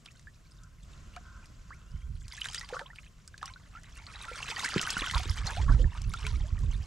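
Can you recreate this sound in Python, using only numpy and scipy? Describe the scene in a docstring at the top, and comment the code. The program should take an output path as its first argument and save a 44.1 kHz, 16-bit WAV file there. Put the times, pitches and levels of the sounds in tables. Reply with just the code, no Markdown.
"""Water in a shallow rocky pool is stirred by a woven basket that is swept through it and lifted out.
Air bubbles ring as damped resonators, many rising in pitch, with a few low thumps made the same way.
Droplets slap the surface as noise bursts; crowds of random bubbles and a noise fizz follow the stirring.
Shaped noise makes the wind that buffets two close microphones, the hush, a rumble and a narrow rustle.
A short echo answers the water off the rocky bank; a gliding sine is a faint bird whistling far off."""
import sys
import numpy as np
from scipy import signal
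from scipy.fft import rfft, irfft, next_fast_len
from scipy.io import wavfile
from scipy.ndimage import uniform_filter1d, map_coordinates

SR = 44100
rng = np.random.default_rng(int(sys.argv[2]) if len(sys.argv) > 2 else 0)


def int16_out(signal):
    """Quantize to a 16-bit WAV file."""
    q = np.round(np.clip(np.atleast_2d(signal).T, -1, 1) * 32767)
    wavfile.write(sys.argv[1], SR, q.astype(np.int16))


N = 302526  # samples


def amp(db):
    """Decibel law: the amplitude gain of a level in dB."""
    return 10 ** (np.asarray(db) / 20)


def unit(x):
    """Normalisation to a root-mean-square value of 1."""
    return x / np.sqrt(np.mean(x ** 2) + 1e-20)


def along(points, hz):
    """Logarithmic frequency scale: interpolates (frequency, value) points along it."""
    f, v = np.transpose(points)
    return np.interp(np.log(hz + 1), np.log(f + 1), v)


def curves(rows):
    """Piecewise-linear envelopes: one value per sample for each column after the time."""
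    s, *cols = np.transpose(rows)
    return [np.interp(np.arange(N) / SR, s, c) for c in cols]


def wobble(rate):
    """Slow random modulation: a smooth curve of rms 1 through `rate` random knots a second."""
    knots = rng.standard_normal(int(N * rate / SR) + 4)
    return unit(map_coordinates(knots, [np.arange(N) * rate / SR]))


def filtered(x, response):
    """Linear filtering: the spectrum of x times a response of frequency."""
    m = next_fast_len(N + 8192)
    return irfft(rfft(x, m) * response(np.fft.rfftfreq(m, 1 / SR)), m)[..., :N]


def rush(spectrum, alike, patchy_db):
    """Partly coherent stereo noise of rms 1, with random gain in patches of time and frequency."""
    z = signal.stft(rng.standard_normal((2, N)), nperseg=256)[2]
    field = rng.standard_normal(z.shape[1:])
    field = uniform_filter1d(uniform_filter1d(field, size=6, axis=0), size=5, axis=1)
    pair = signal.istft(z * amp(patchy_db * unit(field)), nperseg=256)[1][:, :N]

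    def mid_side(hz):
        # the balance of mid and side sets the left-right correlation
        turn = np.arccos(np.clip(along(alike, hz), -1, 1)) / 2
        return amp(along(spectrum, hz)) * [np.cos(turn), np.sin(turn)]

    mid, side = filtered(pair, mid_side)
    return unit(np.array([mid + side, mid - side]))


def swells(s, db, rise_s, fall_s, shape):
    """Power envelopes, one a row: 20 dB under the peak one rise before and one fall after it."""
    t = np.arange(N) / SR - s[:, None]
    u = np.where(t < 0, -t / rise_s[:, None], t / fall_s[:, None])
    return amp(2 * (db[:, None] - 20 * u ** shape))


def scatter(s, db, pan_db, rows):
    """Superposition with level panning: short sounds, one a row, added at their times; + is left."""
    size = rows.shape[1]
    at = (np.round(s * SR).astype(int)[:, None] + np.arange(size)).ravel()
    ports = []
    for side in (1, -1):
        sounds = amp(db + side * pan_db / 2)[:, None] * rows
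        ports.append(np.bincount(at, sounds.ravel(), N + size)[:N])
    return np.array(ports)


def plinks(s, db, hz, life, rise, pan_db, size):
    """Bubble resonance: one that climbs to the surface glides up and bursts more abruptly."""
    t = np.arange(size) / SR
    hz, life, rise = hz[:, None], life[:, None], np.abs(rise)[:, None]
    u = t / life
    swell = 1 - np.exp(-(t * hz / 0.76) ** 2)  # the neck takes a cycle or two to pinch off
    decay = amp(-60 * np.minimum(u, 2) ** (1 + 2 * rise))
    ring = swell * decay * np.sin(2 * np.pi * hz * t * (1 + rise * u / 2))
    return scatter(s, db, pan_db, ring)


# separate splashes and pours: peak_time [s], level [dB], rise [s], fall [s], brightness [dB]
SPLASHES = [(0.069, -69.5, 0.068, 0.34, 15), (2.36, -55, 0.2, 0.44, 0.5), (2.53, -46, 0.21, 0.28, -1),
            (2.758, -45.5, 0.19, 0.18, -29), (2.98, -58, 0.063, 0.12, -3.5),
            (3.458, -52.5, 0.14, 0.21, -11.5), (3.751, -66.5, 0.22, 0.19, 6),
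            (4.251, -58.5, 0.6, 0.77, -32), (4.62, -36.5, 0.17, 0.16, -13.5), (4.88, -36.5, 1, 0.89, -9),
            (5.15, -37, 0.21, 0.15, -10), (5.501, -40, 0.24, 0.24, -10), (5.7, -46, 0.19, 0.27, -25),
            (5.98, -50, 0.19, 0.14, -10), (6.26, -45.5, 0.28, 0.19, -8.5), (6.6, -55, 1, 1.8, -7)]
CALM_DB, CALM_BRIGHT_DB = -65.5, -5  # ripples between splashes
SPLASH_SHAPE = 1.42  # 1 = pointed peak, 2 = round


def stirring():
    """Power addition: splashes add up over the ripples, and the loudest sets the brightness."""
    *swell, bright_db = np.transpose(SPLASHES)
    power, calm = swells(*swell, SPLASH_SHAPE), amp(2 * CALM_DB)
    total = power.sum(0) + calm
    return 10 * np.log10(total), (bright_db @ power + CALM_BRIGHT_DB * calm) / total


def swarm(level_db, count, mid_hz, octaves, cycles, spike_db, size):
    """Random superposition of bubbles; strong stirring makes more and louder ones."""
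    even, normal = rng.random((count, 3)), rng.standard_normal((count, 3))
    s = even[:, 0] * (N - 1) / SR
    stir_db = level_db[(s * SR).astype(int)]
    share = np.clip((stir_db + 65) / 18, .0025, 1)  # part of the crowd that is born
    hz = np.clip(mid_hz * 2 ** (octaves * normal[:, 0]), 400, 13500)
    life = np.minimum(cycles * 2 ** (0.95 * normal[:, 1]) / hz, size / SR)
    spike = -spike_db * np.log(rng.random(count) + 0.069)  # few strong among many weak
    db = stir_db + 3 * np.log2(hz / mid_hz) + spike
    born = even[:, 1] < share
    s, db, hz, life, even, normal = (v[born] for v in (s, db, hz, life, even, normal))
    rise = 0.4 * even[:, 2] ** 5  # most hardly glide
    return plinks(s, db, hz, life, rise, -1.5 + 0.52 * normal[:, 2], size=size)


# fizz spectrum: frequency [Hz], relative_density [dB per Hz]
FIZZ_SPECTRUM = [(180, 5), (300, -5.5), (484, 1.5), (663, -39), (1460, -3), (2360, -22), (3070, 2),
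                 (7500, -4.5), (12100, -19), (15500, -20)]
# left-right correlation of the fizz: frequency [Hz], correlation [0-1]
FIZZ_COHERENCE = [(500, 0.93), (4000, 0.77), (9000, 1), (14000, 0.53)]


def stirred_water():
    """Bubble crowds and noise driven by one stirring envelope; fizz comes through the weave."""
    level_db, bright_db = stirring()
    clumps = wobble(45)  # drops come in bunches
    gurgle = swarm(level_db + 1 + 3.6 * wobble(30),
                   count=4500, mid_hz=1770, octaves=0.651, cycles=13.3, spike_db=1.5, size=1200)
    # bursting droplets
    crackle = swarm(level_db + bright_db + 9.5 + 2.66 * clumps,
                    count=5000, mid_hz=5590, octaves=0.49, cycles=16.6, spike_db=3, size=200)
    # deeper than the gurgle, stronger when the water sounds dull
    glugs = swarm(level_db - 0.4 * bright_db - 2.5,
                  count=500, mid_hz=1146, octaves=0.378, cycles=28.2, spike_db=3.0, size=2000)
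    drip_db = level_db + 0.83 * np.minimum(level_db + 62, 0) + 0.72 * bright_db + 8.5 + 4.05 * clumps
    drips = swarm(drip_db, count=1300, mid_hz=2840, octaves=0.554, cycles=35.2, spike_db=3.5, size=1200)
    fizz_db = level_db - 8.5 + np.minimum(level_db + 48, 0)
    fizz = amp(fizz_db + 2.55 * clumps) * rush(FIZZ_SPECTRUM, FIZZ_COHERENCE, patchy_db=3.0)
    return gurgle + glugs + crackle + drips + fizz * amp([[-.7], [.7]])


# wandering breeze on the microphones: time [s], level [dB]
BREEZE = [(0, -61), (0.79, -47), (1.5, -49.5), (2.3, -48.5), (3.1, -53.5), (4.3, -47.5), (4.55, -53),
          (4.9, -49.5), (5.3, -35.5), (6.86, -45)]
# gusts: peak_time [s], level [dB], rise [s], fall [s]
GUSTS = [(1.95, -34.5, 0.061, 0.082), (2.1, -32.5, 0.17, 0.19), (5.02, -36, 0.045, .07),
         (5.176, -23.5, 0.066, 0.051), (5.308, -27, 0.066, 0.044), (5.45, -31, 0.066, 0.083),
         (5.599, -20.5, 0.033, .15), (5.721, -17.5, 0.14, 0.19), (5.831, -22, 0.08, 0.085),
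         (6.09, -26.5, 0.11, 0.085), (6.28, -31.5, 0.15, .1), (6.381, -23.5, .12, 0.12),
         (6.53, -23.5, 0.031, 0.044), (6.65, -23.5, 0.18, 0.22), (6.802, -34.5, .1, 0.1)]
# buffeting spectrum: frequency [Hz], relative_density [dB per Hz]
BUFFET_SPECTRUM = [(12, -44), (22, -3), (41, 4.5), (89, -3.5), (198, -22), (257, -36), (450, -45),
                   (580, -61), (990, -120)]
GUST_SHAPE = 1.43  # 1 = pointed peak, 2 = round
ROAR_DB, ROAR_GROWS = -25, 2.2  # roar against buffeting at wind level -18 dB; dB of roar per dB of gust


def wind():
    """Turbulent pressure noise: low buffeting that hits the right port more in stronger gusts."""
    power = amp(2 * curves(BREEZE)[0]) + swells(*np.transpose(GUSTS), GUST_SHAPE).sum(0)
    level_db = 10 * np.log10(power)
    pan_db = -.25 * np.clip(level_db + 53.5, 0, 24)
    buffet = rush(BUFFET_SPECTRUM, [(30, 1.0), (150, 0.97), (400, 0.43)], patchy_db=1.5)
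    # even out the noise's own swells, so that the level curves lead
    local_power = np.abs(uniform_filter1d(np.mean(buffet ** 2, 0), size=3000))
    buffet = buffet / np.sqrt(local_power + 0.066)
    roar_spectrum = [(120, -13), (230, -1), (400, -10.5), (700, -18.5), (1200, -120)]
    roar = rush(roar_spectrum, [(300, 0.97)], patchy_db=-2.0)
    roar_db = ROAR_DB + (ROAR_GROWS - 1) * (level_db + 18.0) + 3.7 * wobble(60)
    buffet = buffet + amp(roar_db) * roar
    return amp(level_db + 2.3 * wobble(25) + np.array([pan_db, -pan_db]) / 2) * buffet


# background hush: time [s], level [dB]
HUSH = [(0, -60.5), (.82, -63), (.9, -54.5), (1.7, -58.5), (2.2, -62.5), (3.1, -61), (4, -58.5),
        (6.86, -54.5)]
# hush spectrum: frequency [Hz], relative_density [dB per Hz]
HUSH_SPECTRUM = [(120, 3.5), (200, 3), (430, -9.5), (690, -9.5), (827, -18.5), (1050, -7.5), (2420, -15.5),
                 (2650, -13.5), (3890, -17.5), (7620, -16), (9660, -44), (13200, -88), (15500, -75)]
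# left-right correlation of the hush: frequency [Hz], correlation [0-1]
HUSH_COHERENCE = [(300, 0.68), (1400, 0.47), (3000, 0.6), (7000, 0.92), (15000, 0.6)]
# soft rustle while the basket slides: peak_time [s], level [dB], rise [s], fall [s]
RUSTLE = [(.62, -64, 0.18, 0.22), (1.35, -56.5, 0.42, 0.17), (1.899, -64, 0.6, 0.3)]
# resonances of the rustle: centre_frequency [Hz]
RUSTLE_HZ = [1040, 1320, 1430, 1550]
RUSTLE_WIDTH_HZ = 45  # from the centre to half gain


def air():
    """Shaped broadband noise for hush and steady rumble; resonant bands of noise for the rustle."""
    hush = amp(curves(HUSH)[0]) * rush(HUSH_SPECTRUM, HUSH_COHERENCE, patchy_db=1.3)
    rumble = amp(-59) * rush([(50, -45), (110, 5.5), (170, 2), (260, -31)], [(100, 0.76)], patchy_db=2.5)
    bands = lambda f: sum(1 / (1 + ((f - hz) / RUSTLE_WIDTH_HZ) ** 2) for hz in RUSTLE_HZ)
    rustle = unit(amp(2.5 * wobble(18)) * filtered(rng.standard_normal(N), bands))
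    return hush + rumble + np.sqrt(swells(*np.transpose(RUSTLE), 1.54).sum(0)) * rustle


# droplets slapping the surface: start [s], treble_level [dB], body_level_relative_to_treble [dB]
SLAPS = [(0.0588, -39, -12), (0.1146, -49.5, -16), (0.1945, -47.5, -9), (0.6345, -46, -30),
         (1.1628, -41, 1.5), (1.4576, -41, -22), (2.2812, -38.5, -10), (2.3221, -46.5, -6),
         (2.3675, -39, -12), (2.4124, -34, -1.5), (2.4433, -32, 2.5), (2.4548, -32.5, -7),
         (2.4694, -32.5, -6), (2.4862, -36, 1), (2.5326, -33.5, -5), (2.5456, -23.5, -8), (2.595, -30, -17),
         (2.6104, -36, -1), (2.6888, -40, 5), (2.7921, -42, 10), (2.9587, -48, 3), (3.277, -34, -26),
         (3.3782, -41, -2), (3.4286, -36.5, 3), (3.457, -31.5, -16), (3.8337, -41.5, -18),
         (4.2522, -37, -7), (4.358, -33.5, -8), (4.5935, -27, -3), (4.6448, -25, -4), (4.6892, -25, -10),
         (4.78, -34, 16.5), (4.814, -19.5, -21), (4.8663, -29.5, -2), (4.9038, -18, -13), (4.999, -33.5, 0),
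         (5.1113, -26, -1), (5.2325, -34, 2), (5.4685, -28, -18), (6.0177, -29, -23), (6.137, -32, 1.5),
         (6.2662, -26.5, 2), (6.5899, -40, -20)]
# filter for a slap's treble: frequency [Hz], gain [dB]
SLAP_TREBLE = [(3000, -9), (5000, 8), (8000, 5.5), (11000, -4.5), (15500, -13)]
# filter for a slap's body: frequency [Hz], gain [dB]
SLAP_BODY = [(500, -24), (1500, 12.5), (4000, 8.5), (6000, -25)]


def slaps():
    """Impact noise: a wet crack, then a spray of fine droplets; each slap has its own share of body."""
    s, db, body_db = np.transpose(SLAPS)
    t = np.arange(2600) / SR
    luck = rng.standard_normal((len(s), len(t) + 2))
    spray_s = .02 * 2 ** (.4 * luck[:, :1])
    decay = amp(-60 * t / .003) + 0.55 * amp(-60 * t / spray_s)  # crack, then spray
    burst = luck[:, 2:] * (1 - np.exp(-t / .0004)) * decay
    pan_db = -.5 + 0.91 * luck[:, 1]
    treble = filtered(scatter(s, db, pan_db, burst), lambda hz: amp(along(SLAP_TREBLE, hz)))
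    body = filtered(scatter(s, db + body_db, pan_db, burst), lambda hz: amp(along(SLAP_BODY, hz)))
    return treble + body


# clear bubbles, drops and a few low thumps: start [s], level [dB], start_pitch [Hz],
# life to -60 dB [ms], pitch_rise over the life [share of start_pitch]
CLEAR_NOTES = [(0.062, -24.5, 3230, 2.8, 0.07), (0.086, -43, 2440, 14, 0.24), (0.153, -52, 1420, 26, 0.34),
               (0.271, -37.5, 1640, 40, 0.28), (1.163, -40, 2280, 23, 0.19), (1.165, -37, 714, 85, 0),
               (1.165, -36.5, 1145, 22, 0.78), (1.705, -38, 1500, 15, 0.03), (1.705, -43, 982, 50, 1.9),
               (2.323, -34, 4500, 6.2, 0.36), (2.324, -39.5, 2130, 24, 0.13), (2.335, -44, 1020, 37, 0),
               (2.377, -38, 1700, 35, 0.15), (2.417, -18.5, 2910, 12, 0.15), (2.444, -36.5, 2770, 28, 0.93),
               (2.458, -24, 1610, 8.4, 0.1), (2.486, -27.5, 3110, 23, 0.09), (2.612, -33, 1920, 41, 0),
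               (2.709, -29, 830, 16, 0), (2.744, -34, 1150, 26, .4), (2.813, -32, 1530, 12, .05),
               (2.857, -45, 1000, 60, .3), (2.725, -32, 477, 60, 0.32), (2.762, -37, 500, 38, 0.1),
               (2.758, -34.5, 1119, 70, 0.13), (2.767, -26.5, 1380, 18, 0.23),
               (2.793, -17, 1540, 6.4, 0.11), (2.813, -37, 520, 50, 0.25), (2.861, -38, 2840, 14, 0.68),
               (2.902, -40, 1716, 32, 0.39), (2.932, -38, 1360, 17, 0.2), (2.985, -37.5, 2130, 13, 0.72),
               (3.28, -49, 1530, 28, 0), (3.342, -38, 1576, 24, 0.22), (3.38, -32.5, 4310, 7, 0.03),
               (3.429, -21.5, 1227, 17, 0), (3.419, -43, 790, 150, 0), (3.439, -35, 1084, 74, 0),
               (3.479, -36.5, 1870, 13, 0.31), (3.49, -42, 1550, 25, 0), (3.502, -46, 1020, 80, .1),
               (3.538, -36, 4040, 9.7, 0), (3.56, -41, 1420, 31, 0.25), (3.735, -48, 1230, 50, 0),
               (3.751, -39, 1293, 79, 0.34), (3.975, -38.5, 2760, 28, 0), (4.067, -33, 4270, 7.8, 0.06),
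               (4.158, -33, 3910, 22, 0), (4.214, -32.5, 3805, 21, 0.02), (4.282, -32, 1360, 110, 0.04),
               (4.314, -30.5, 500, 38, 0), (4.428, -23.5, 2710, 16, 0.07), (4.48, -25.5, 2640, 24, 0.05),
               (4.512, -30.5, 2540, 56, 0), (4.5625, -25, 4600, 12, 0), (4.567, -25, 1870, 36, 0.09),
               (4.596, -27.5, 3530, 13, 0.29), (4.604, -23, 1986, 9.9, 0.11), (4.646, -29, 1545, 41, 0.41),
               (4.66, -19, 1780, 17, 0.2), (4.681, -25.5, 1900, 19, 0.25), (4.741, -12.5, 4670, 4.3, 0),
               (4.76, -6, 304, 10.2, 0.32), (4.763, -7.5, 165, 20.4, 0.13), (4.795, -8.5, 2850, 4.6, 0.08),
               (4.83, -27, 2900, 14, 0), (4.851, -27, 3050, 20, 0), (4.873, -16, 1510, 20, 0.05),
               (4.895, -23, 3280, 16, 0), (4.968, -23.5, 1437, 37, 0.12), (4.965, -26, 200, 25, 0.1),
               (5.009, -23, 3400, 13, 0.13), (5.018, -13, 265, 9.2, 0.3), (5.02, -33, 925, 44, 0.9),
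               (5.02, -20, 2770, 10, 0.11), (5.064, -14.5, 2870, 5, 0.24), (5.071, -26.5, 1460, 35, 0.15),
               (5.097, -25, 3090, 20, 0), (5.099, -26, 1980, 20, 0.1), (5.135, -28, 1000, 70, .4),
               (5.148, -10.5, 3800, 4.2, 0), (5.156, -25.5, 1330, 24, 0.13), (5.18, -21, 4870, 7.6, 0.03),
               (5.255, -26, 330, 14, 0.2), (5.296, -26, 4720, 7, 0.45), (5.475, -35, 743, 22, 0.51),
               (5.49, -32, 1506, 28, 0), (5.569, -35.5, 630, 66, 0.96), (5.681, -28.5, 1066, 54, 0.27),
               (5.72, -35, 1450, 45, 0.3), (5.794, -34, 492, 76, 0.15), (5.843, -31.5, 1750, 16, 0.08),
               (5.95, -41, 950, 35, 0.1), (6.14, -28, 1313, 25, 0.19), (6.24, -42, 422, 210, 0),
               (6.251, -30.5, 2210, 26, 0.1), (6.267, -20.5, 2550, 10, 0.1), (6.269, -37, 987, 43, 0.16),
               (6.44, -49, 580, 90, 0.4)]


def clear_bubbles_and_thumps():
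    """Damped resonance with amplitude flutter from the choppy surface, a little right of centre."""
    s, db, hz, life_ms, rise = np.transpose(CLEAR_NOTES)
    pan_db = -1.5 + 1.0 * rng.standard_normal(len(s))
    flutter = amp(2.2 * wobble(170))
    return flutter * plinks(s, db, hz, life_ms / 1000, rise, pan_db, size=8192)


# far bird: time [s], pitch [Hz], level [dB]
BIRD = [(1.66, 2700, -110), (1.76, 2600, -68), (1.87, 2690, -70), (1.99, 3220, -67), (2.1, 3250, -79),
        (2.17, 3200, -110)]


def bird():
    """Frequency modulation: a thin whistled sine, blurred by the air on its way."""
    hz, level_db = curves(BIRD)
    blur = 1 + .022 * wobble(120)
    return amp(level_db + 4.1 * wobble(50.4)) * np.sin(2 * np.pi * np.cumsum(hz * blur) / SR)


# decay of the echo off the rocky bank: frequency [Hz], reverberation_time to -60 dB [s]
BANK_DECAY = [(300, 0.11), (2000, 0.054), (10000, 0.039)]


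def bank(x):
    """Convolution with a decaying noise tail: a short echo whose treble dies first."""
    hz, t, z = signal.stft(rng.standard_normal((2, SR // 4)), SR, nperseg=256)
    decay = amp(-60 * t / along(BANK_DECAY, hz)[:, None])
    tail = signal.istft(z * decay, SR, nperseg=256)[1]
    late = np.pad(x, (200, 0))[None]  # delay in samples
    return signal.fftconvolve(late, tail / np.linalg.norm(tail[0]), axes=1)[:, :N]


def scene():
    """Superposition of all sources at the two microphones; the bank echoes only the water."""
    water = clear_bubbles_and_thumps() + slaps() + stirred_water()
    return water + amp(-13.5) * bank(water.mean(0)) + wind() + bird() + air()


# phase by which the right port leads: frequency [Hz], phase [rad]
PORT_LEAD = [(300, 0.043), (1300, 0.13), (3000, 0.63), (5000, 0.26), (9000, 0.51)]
# the microphones lose the highest treble: frequency [Hz], gain [dB]
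MIC_RESPONSE = [(9000, -2.5), (12000, -8), (15500, -17)]
TOP_HZ = 15700  # band limit


def record(dry):
    """Phase difference between ports: the right port leads; treble falls off to a band limit."""
    def ports(hz):
        phase = along(PORT_LEAD, hz) * np.array([[-.5], [.5]])
        return np.exp(1j * phase) * amp(along(MIC_RESPONSE, hz)) * (hz < TOP_HZ)

    return filtered(dry, ports)


dry = scene()
out = record(dry)
int16_out(out)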